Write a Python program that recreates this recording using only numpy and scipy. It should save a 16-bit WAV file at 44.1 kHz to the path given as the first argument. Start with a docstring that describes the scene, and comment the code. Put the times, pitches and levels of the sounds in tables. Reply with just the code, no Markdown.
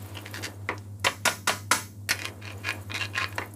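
"""A kitchen fan hums and a gas burner rushes under chicken curry sizzling on a hot frying pan.
A steel spoon squelches through the sauce; its slips and catches excite pan and spoon resonances.
It clacks in the pan, is knocked clean four times on the ringing rim, drops back in and stirs on.
The tiled kitchen adds a short tail; a limiter ducks the hum under each knock."""
import sys
import numpy as np
from scipy import signal
from scipy.io import wavfile
from scipy.ndimage import uniform_filter1d

SR = 44100
rng = np.random.default_rng(int(sys.argv[2]) if len(sys.argv) > 2 else 0)


def bounce(signal):
    """Save signal as a 16-bit WAV file at the path given by the first command-line argument."""
    frames = np.transpose(np.atleast_2d(signal))
    limited = np.clip(frames, -1, 1)
    pcm = np.round(limited * 32767).astype(np.int16)
    wavfile.write(sys.argv[1], SR, pcm)


N = 156555
TIME, HZ = np.arange(N) / SR, np.fft.rfftfreq(8192, 1 / SR)

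# fan tones: f/Hz, level/dB
FAN_TONES = [(87, -56), (100.4, -42), (107, -57), (200.8, -58.5), (245.5, -60.5), (301.2, -65.5)]
# sizzle and squelch envelopes: t/s, level/dB
SIZZLE_ENVELOPE = [(0, -49.5), (.08, -49.5), (.25, -49.5), (.45, -48), (.6, -63), (.75, -55), (.85, -61.5),
                   (.95, -76), (1.2, -56), (2.08, -75), (2.2, -55), (2.38, -61), (2.55, -54.5), (2.73, -48),
                   (2.86, -57), (3.1, -54), (3.42, -49), (3.55, -64.5)]
SQUELCH_ENVELOPE = [(0, -53.5), (.18, -48.5), (.3, -51.5), (.45, -43), (.62, -55.5), (.8, -56), (1, -62.5),
                    (2.05, -64.5), (2.25, -43.5), (2.4, -51), (2.55, -46.5), (2.63, -52), (2.75, -43.5),
                    (2.87, -57), (2.95, -42), (3.1, -52.5), (3.35, -51), (3.55, -55.5)]
# spits of hot sauce: t/s, f/Hz, level/dB
SPITS = [(0.027, 14000, -43), (0.061, 13700, -42), (.215, 14500, -42), (0.312, 11800, -41),
         (0.78, 5450, -40.5), (0.997, 10400, -46), (2.726, 9800, -41.5), (3.459, 14200, -44),
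         (3.538, 10500, -41)]
# spoon strokes: t/s, length/s, level/dB, tilt/(dB/oct), lower and upper spoon mode f/Hz, sauce heap/0-1
STROKES = [(0.142, 0.059, -52, -1, 2910, 4470, 0.63), (.25, 0.034, -49.5, 4, 2040, 4800, 0.76),
           (0.333, 0.066, -41.5, 4, 1850, 4620, 0.68), (0.426, 0.045, -34.5, 6, 1910, 4700, 1),
           (2.131, 0.17, -42, 4.5, 2090, 5020, 0.16), (2.412, 0.13, -46, 0, 2400, 4380, 0.43),
           (2.632, 0.093, -35, -0.5, 2330, 4570, 0.12), (2.897, 0.033, -45, -3, 2340, 3300, 0.15),
           (2.938, 0.041, -32.5, 3, 2190, 3970, 0.17), (2.992, 0.06, -33, 1, 2740, 4100, 0.22),
           (3.135, 0.037, -40.5, -1.5, 2600, 4740, 0.08), (3.168, 0.039, -27, 0, 1800, 4650, 0.02),
           (3.205, 0.035, -27, -2, 2380, 4370, .03)]
# spoon edge catching: t/s, level/dB
CATCHES = [(0.153, -35), (0.17, -30), (0.174, -25), (.187, -30.5), (0.261, -30.5), (.2793, -37),
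           (0.3425, -25), (0.4316, -30), (0.4391, -29), (2.192, -24.5), (2.2186, -20), (2.247, -26),
           (2.2538, -15.5), (2.284, -32), (2.4208, -40.5), (2.4536, -26), (2.4699, -30), (2.478, -27),
           (2.504, -28), (2.6513, -28), (2.672, -25), (2.6897, -13.5), (2.7063, -13.5), (2.8989, -28),
           (2.916, -19), (2.943, -19.5), (2.98, -22), (3.016, -21), (3.025, -23), (3.054, -19),
           (3.1487, -32), (3.1539, -25), (3.162, -20), (3.178, -11), (3.2083, -21.5), (3.243, -12),
           (3.258, -27), (3.3264, -30)]
# filled pan modes: f/Hz, width/Hz, boost/dB
PAN_MODES = [(1060, 42, 17), (1650, 56, 10), (2470, 48, 13), (3890, 110, 6)]
# spoon landings: t/s, level/dB, cutoff f/Hz, T60/s, thud level/dB, clank f/Hz, clank boost/dB
CLACKS = [(0.6891, -19, 2560, 0.053, -24.5, 1845, 7), (0.7141, -40.5, 2400, 0.089, -46, 2530, 15),
          (2.0907, -20, 12400, 0.056, -58, 4440, 13), (2.1082, -10, 6450, 0.059, -29, 4100, 8),
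          (3.3820, -19.5, 3200, 0.028, -29, 6820, 19), (3.417, -33, 2180, 0.1, -34.5, 2070, 9)]
# rim knocks: t/s, level/dB, tilt/(dB/oct), rebound delay/s, rebound level/dB,
# resonance f/Hz, its boost/dB, singing partial f/Hz
KNOCKS = [(1.0435, -18, -0.5, .023, -10, 2020, 10, 10040), (1.252, -13.5, 0, .023, -12, 880, -7, 7720),
          (1.4723, -15.5, -0.23, .022, -14.5, 1210, 3.5, 5960),
          (1.7113, -9.5, 0.63, 0.0092, -49.5, 1380, 7.5, 10097)]
# ringing modes of pan and spoon: f/Hz, level/dB
RING_MODES = [(598, -7), (897, -3), (938, -7), (997, -3), (1066, -4), (1168, -1), (1268, -4), (1429, -4),
              (1648, -2), (2035, 0), (2225, -4), (3905, -8), (4374, -9), (5210, -10), (5647, -10),
              (5938, -8), (6427, -8), (6562, -9), (7714, -9), (7988, -11), (10200, -11), (10960, -15),
              (13124, -17)]
# source spectral shapes: f/Hz, relative level/dB
BURNER_SHAPE = [(20, 7), (55, -7), (75, 0), (95, 26.5), (115, 5), (150, -2), (190, 6), (300, -1),
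                (500, -12.5), (1000, -35.5), (3000, -31), (8000, -20), (15000, -27)]
SIZZLE_SHAPE = [(200, 13), (1500, 7.5), (4000, 2), (7000, -5), (11000, -6), (15500, -7.5)]
SQUELCH_SHAPE = [(60, -11), (180, -9.5), (330, 4), (500, -1), (900, -5), (2000, -19.5), (5000, -59)]
SCRAPE_SHAPE = [(100, -23), (400, -12), (800, -12), (1250, -4.5), (1600, -3), (2300, -7.5), (3300, 0),
                (4400, -14), (6000, -16), (9000, -26), (11500, -29.5), (15000, -46)]
CLACK_SHAPE = [(100, -29.5), (500, -11.5), (1100, -20), (1500, -9), (2000, -1), (2400, -3.5), (2850, -10.5),
               (3600, -16.5), (4200, -10.5), (4800, -13), (5400, -10), (7000, -16.5), (11500, -11.5),
               (15000, -19)]
THUD_SHAPE = [(40, -9.5), (150, -13), (350, 0), (600, -4), (1100, -3.5), (2500, -23), (15000, -102)]
KNOCK_SHAPE = [(60, -18.5), (200, -6.5), (500, -8), (1000, -2), (2100, -3.5), (3200, -10), (4700, -11.5),
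               (6000, -8), (7300, -10), (8100, -11.5), (8800, -15.5), (10700, -11), (12500, -27),
               (13200, -17.5), (15500, -33.5)]
REBOUND_SHAPE = [(60, -42), (500, 3.5), (1100, 7.5), (2600, -1), (4000, -2.5), (8000, -47), (15000, -35)]
# decay by band: f/Hz, T60/s
KNOCK_DECAY = [(200, 0.66), (600, 0.21), (1500, 0.22), (3500, 0.27), (6500, 0.32), (10000, 0.26),
               (15000, 0.44)]
ROOM_DECAY = [(200, 0.2), (1500, 0.2), (5000, 0.13), (15000, 0.32)]


def amp(db):
    """Decibels to gain."""
    return 10 ** (np.asarray(db) / 20)


def unit(x):
    """Scale to rms 1."""
    return x / np.sqrt(np.mean(x ** 2) + 1e-20)


def fade(t, t60_s):
    """Exponential decay."""
    return np.exp(-np.log(1000) * t / t60_s)


def read(points, hz=HZ):
    """Interpolate a table over log frequency."""
    f, value = np.transpose(points)
    return np.interp(np.log(hz + 1), np.log(f), value)


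def envelope(points):
    """Gain per sample from a level table."""
    return amp(np.interp(TIME, *np.transpose(points)))


def add(mix, start_s, sound):
    """Mix a sound in at start_s."""
    part = mix[max(round(start_s * SR), 0):][:len(sound)]
    part += sound[:len(part)]


def tilt(db_per_oct):
    """Slope in dB about 2 kHz, flat below 500 Hz."""
    return db_per_oct * np.log2(np.maximum(HZ, 500) / 2000)


def bump(hz, width_hz, db):
    """One resonance as a boost in dB."""
    return db / (1 + (2 * (HZ - hz) / width_hz) ** 2)


def colour(x, shape_db):
    """Minimum-phase filter of unit energy."""
    log_gain = np.log(amp(np.r_[shape_db, shape_db[-2:0:-1]]))
    response = np.exp(np.conj(signal.hilbert(log_gain)))
    taps = np.fft.ifft(response).real[:len(shape_db)]
    return signal.fftconvolve(x, taps / np.linalg.norm(taps))[:len(x)]


def drift(size, step_s):
    """Gaussian values step_s apart, joined by lines."""
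    return np.interp(np.arange(size) / SR / step_s, np.arange(N), rng.standard_normal(N))


def grains(size, per_s, spread_db):
    """Random clicks, rms 1."""
    chance, strength, sign = rng.random((3, N))[:, :size]
    gain = amp(-spread_db * np.log(np.maximum(strength, .015)))
    return unit((chance < per_s / SR) * gain * np.sign(sign - .5))


def burst(shape_db, t60_s):
    """Dense modes as noise decaying from rms 1; t60_s is a number or a table by band."""
    noise = unit(colour(rng.choice([-1., 1.], SR), shape_db))[SR // 3:]
    hz, t, bands = signal.stft(noise, SR, nperseg=256)
    band_t60_s = read(t60_s, hz)[:, None] if np.ndim(t60_s) else t60_s
    return signal.istft(bands * fade(t, band_t60_s), SR, nperseg=256)[1]


def fan(waver_db=.7):
    """Wavering hum; neighbouring tones beat."""
    out = np.zeros(N)
    for hz, db in FAN_TONES:
        gain = amp(db + waver_db * drift(N, step_s=.08))
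        out += gain * unit(np.sin(2 * np.pi * (hz * TIME + rng.random())))
    return out


def burner(level_db=-47):
    """Steady low rush of the gas flame."""
    return amp(level_db) * colour(rng.standard_normal(N), read(BURNER_SHAPE))


def sizzle(decay_cycles=5, spurt_db=5.5, hiss_db=-2.5):
    """Tiny bubbles burst on hot steel in spurts, over a fine hiss."""
    pops, t = np.zeros(N), TIME[:256]
    for hz in np.linspace(6600, 14530, 20):  # large to small bubbles
        age = t * hz / decay_cycles
        pop = unit(age * np.exp(-age) * np.sin(2 * np.pi * hz * t))
        pops += signal.oaconvolve(grains(N, per_s=170, spread_db=5), pop)[:N]
    spurts = unit(pops * amp(spurt_db * drift(N, step_s=.012)))
    hiss = amp(hiss_db) * rng.standard_normal(N)
    return colour(spurts + hiss, read(SIZZLE_SHAPE)) * envelope(SIZZLE_ENVELOPE)


def squelch():
    """Sauce pushed by the spoon: dense, dull clicks."""
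    return colour(grains(N, per_s=740, spread_db=0), read(SQUELCH_SHAPE)) * envelope(SQUELCH_ENVELOPE)


def spits(half_width_ratio=.22):
    """Hot sauce spits: single bright ticks."""
    out = np.zeros(N)
    for start_s, hz, db in SPITS:
        band_db = -20 * np.log10(1 + ((HZ / hz - 1) / half_width_ratio) ** 2)
        add(out, start_s, amp(db) * burst(band_db, t60_s=.023))
    return out


def scrapes(judder_db=-3.5, catch_boost_db=1, spoon_width_hz=560):
    """Slips and hard catches excite pan and spoon; grip and heaped sauce shift the modes."""
    out = np.zeros(N)
    catch_decay = fade(TIME[:512], t60_s=.0079)
    for start_s, length_s, db, db_per_oct, lower_hz, upper_hz, heap in STROKES:
        size = int(length_s * SR)
        arch = abs(np.sin(np.linspace(0, np.pi, size))) ** .54
        pressure = arch * amp(judder_db * drift(size, step_s=.00276))
        slips = unit(pressure * grains(size, per_s=2500, spread_db=4))
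        friction = amp(db) * np.pad(slips, (0, len(HZ)))
        for catch_s, catch_db in CATCHES:
            latest_stroke_s = max(row[0] for row in STROKES if row[0] <= catch_s)
            if latest_stroke_s == start_s:
                chatter = catch_decay * rng.choice([-1., 1.], len(catch_decay))
                add(friction, catch_s - start_s, amp(catch_db + catch_boost_db) * chatter)
        # sauce heaped on the wall lowers and damps the pan modes
        pan_db = sum(bump(hz * (1 - .11 * heap ** 2), width_hz * (1 + 1.16 * heap), boost_db / (1 + heap))
                     for hz, width_hz, boost_db in PAN_MODES)
        spoon_db = bump(lower_hz, spoon_width_hz, db=10) + bump(upper_hz, spoon_width_hz, db=7)
        spoon_db += bump((lower_hz + upper_hz) / 2, spoon_width_hz, db=-12)
        add(out, start_s, colour(friction, read(SCRAPE_SHAPE) + tilt(db_per_oct) + pan_db + spoon_db))
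    return out


def clacks():
    """The spoon lands: a sauce-damped clank and a thud of the pan on its grate."""
    out = np.zeros(N)
    for start_s, db, cutoff_hz, t60_s, thud_db, clank_hz, boost_db in CLACKS:
        rolloff_db = 10 * np.log10(1 + (HZ / cutoff_hz) ** 5)
        clank_db = read(CLACK_SHAPE) - rolloff_db + bump(clank_hz, width_hz=150, db=boost_db)
        add(out, start_s, amp(db) * burst(clank_db, t60_s))
        add(out, start_s, amp(thud_db) * burst(read(THUD_SHAPE), t60_s=.16))
    return out


def ring(t, level_db=-9, spread_db=2):
    """Pan and spoon modes, their strengths varying per strike."""
    out = np.zeros(len(t))
    for hz, db in RING_MODES:
        gain = amp(level_db + db + spread_db * rng.standard_normal())
        out += gain * fade(t, read(KNOCK_DECAY, hz)) * np.sin(2 * np.pi * (hz * t + rng.random()))
    return out


def knocks(rise_s=.0046, clash_s=.012, clash_db=3.5, sing_db=-18, ripple_db=3, ripple_step_hz=110):
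    """The spoon strikes the rim, rings and rebounds; each spot struck favours other modes."""
    out = np.zeros(N)
    for start_s, db, db_per_oct, delay_s, rebound_db, hz, boost_db, sing_hz in KNOCKS:
        ripple = np.interp(HZ / ripple_step_hz, np.arange(len(HZ)), rng.standard_normal(len(HZ)))
        shape_db = read(KNOCK_SHAPE) + tilt(db_per_oct) + bump(hz, width_hz=110, db=boost_db)
        shape_db += ripple_db * ripple * np.minimum(HZ / 5000, 1)
        body = burst(shape_db, KNOCK_DECAY)
        t = TIME[:len(body)]
        sing = amp(sing_db) * fade(t, t60_s=.32) * np.sin(2 * np.pi * sing_hz * t)
        clash = amp(clash_db) * np.exp(-(t / clash_s) ** 2)
        strike = (body * (1 + clash) + ring(t) + sing) / 2
        add(out, start_s, amp(db) * np.minimum(t / rise_s, 1) * strike)
        add(out, start_s + delay_s, amp(rebound_db) * rebound(t))
    return out


def rebound(t, start_hz=3200, fall_s=.005):
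    """The spoon bounces and skids: a tap and a chirp falling one octave."""
    skid_hz = start_hz * (1 + np.exp(-t / fall_s)) / 2
    skid = np.sin(2 * np.pi * np.cumsum(skid_hz) / SR) * fade(t, t60_s=.036)
    return burst(read(REBOUND_SHAPE), t60_s=.062) + skid


def room(x, level_db=-7.5, rise_s=.0021):
    """Short diffuse tail from the tiles."""
    tail = burst(np.zeros_like(HZ), ROOM_DECAY)
    tail *= np.minimum(TIME[:len(tail)] / rise_s, 1)
    return amp(level_db) * signal.fftconvolve(x, tail / np.linalg.norm(tail))[:N]


def scene():
    """Spoon and sauce with room tail, over fan and burner; mono."""
    cooking = knocks() + clacks() + scrapes() + squelch() + sizzle() + spits()
    return (cooking + room(cooking) + fan() + burner())[None]


def record(dry):
    """Look-ahead limiter with slow release, then band limits."""
    threshold_db, slope, release_db_per_s, look_ahead_s = -24, .36, 58.5, .001
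    low_cut_hz, high_cut_hz = 71, 15530
    power_db = 10 * np.log10(abs(uniform_filter1d(dry[0] ** 2, size=200)) + 1e-12)
    release_db = TIME * release_db_per_s
    held_db = np.maximum.accumulate(power_db + release_db) - release_db
    over_db = uniform_filter1d(np.maximum(held_db - threshold_db, 0), size=200)
    duck_db = slope * np.interp(TIME + look_ahead_s, TIME, over_db)
    highpass = signal.butter(2, low_cut_hz, "high", fs=SR, output="sos")
    lowpass = signal.firwin(511, high_cut_hz, window=("kaiser", 9), fs=SR)
    return signal.oaconvolve(signal.sosfilt(highpass, dry / amp(duck_db)), lowpass[None], "same")


dry = scene()
out = record(dry)
bounce(out)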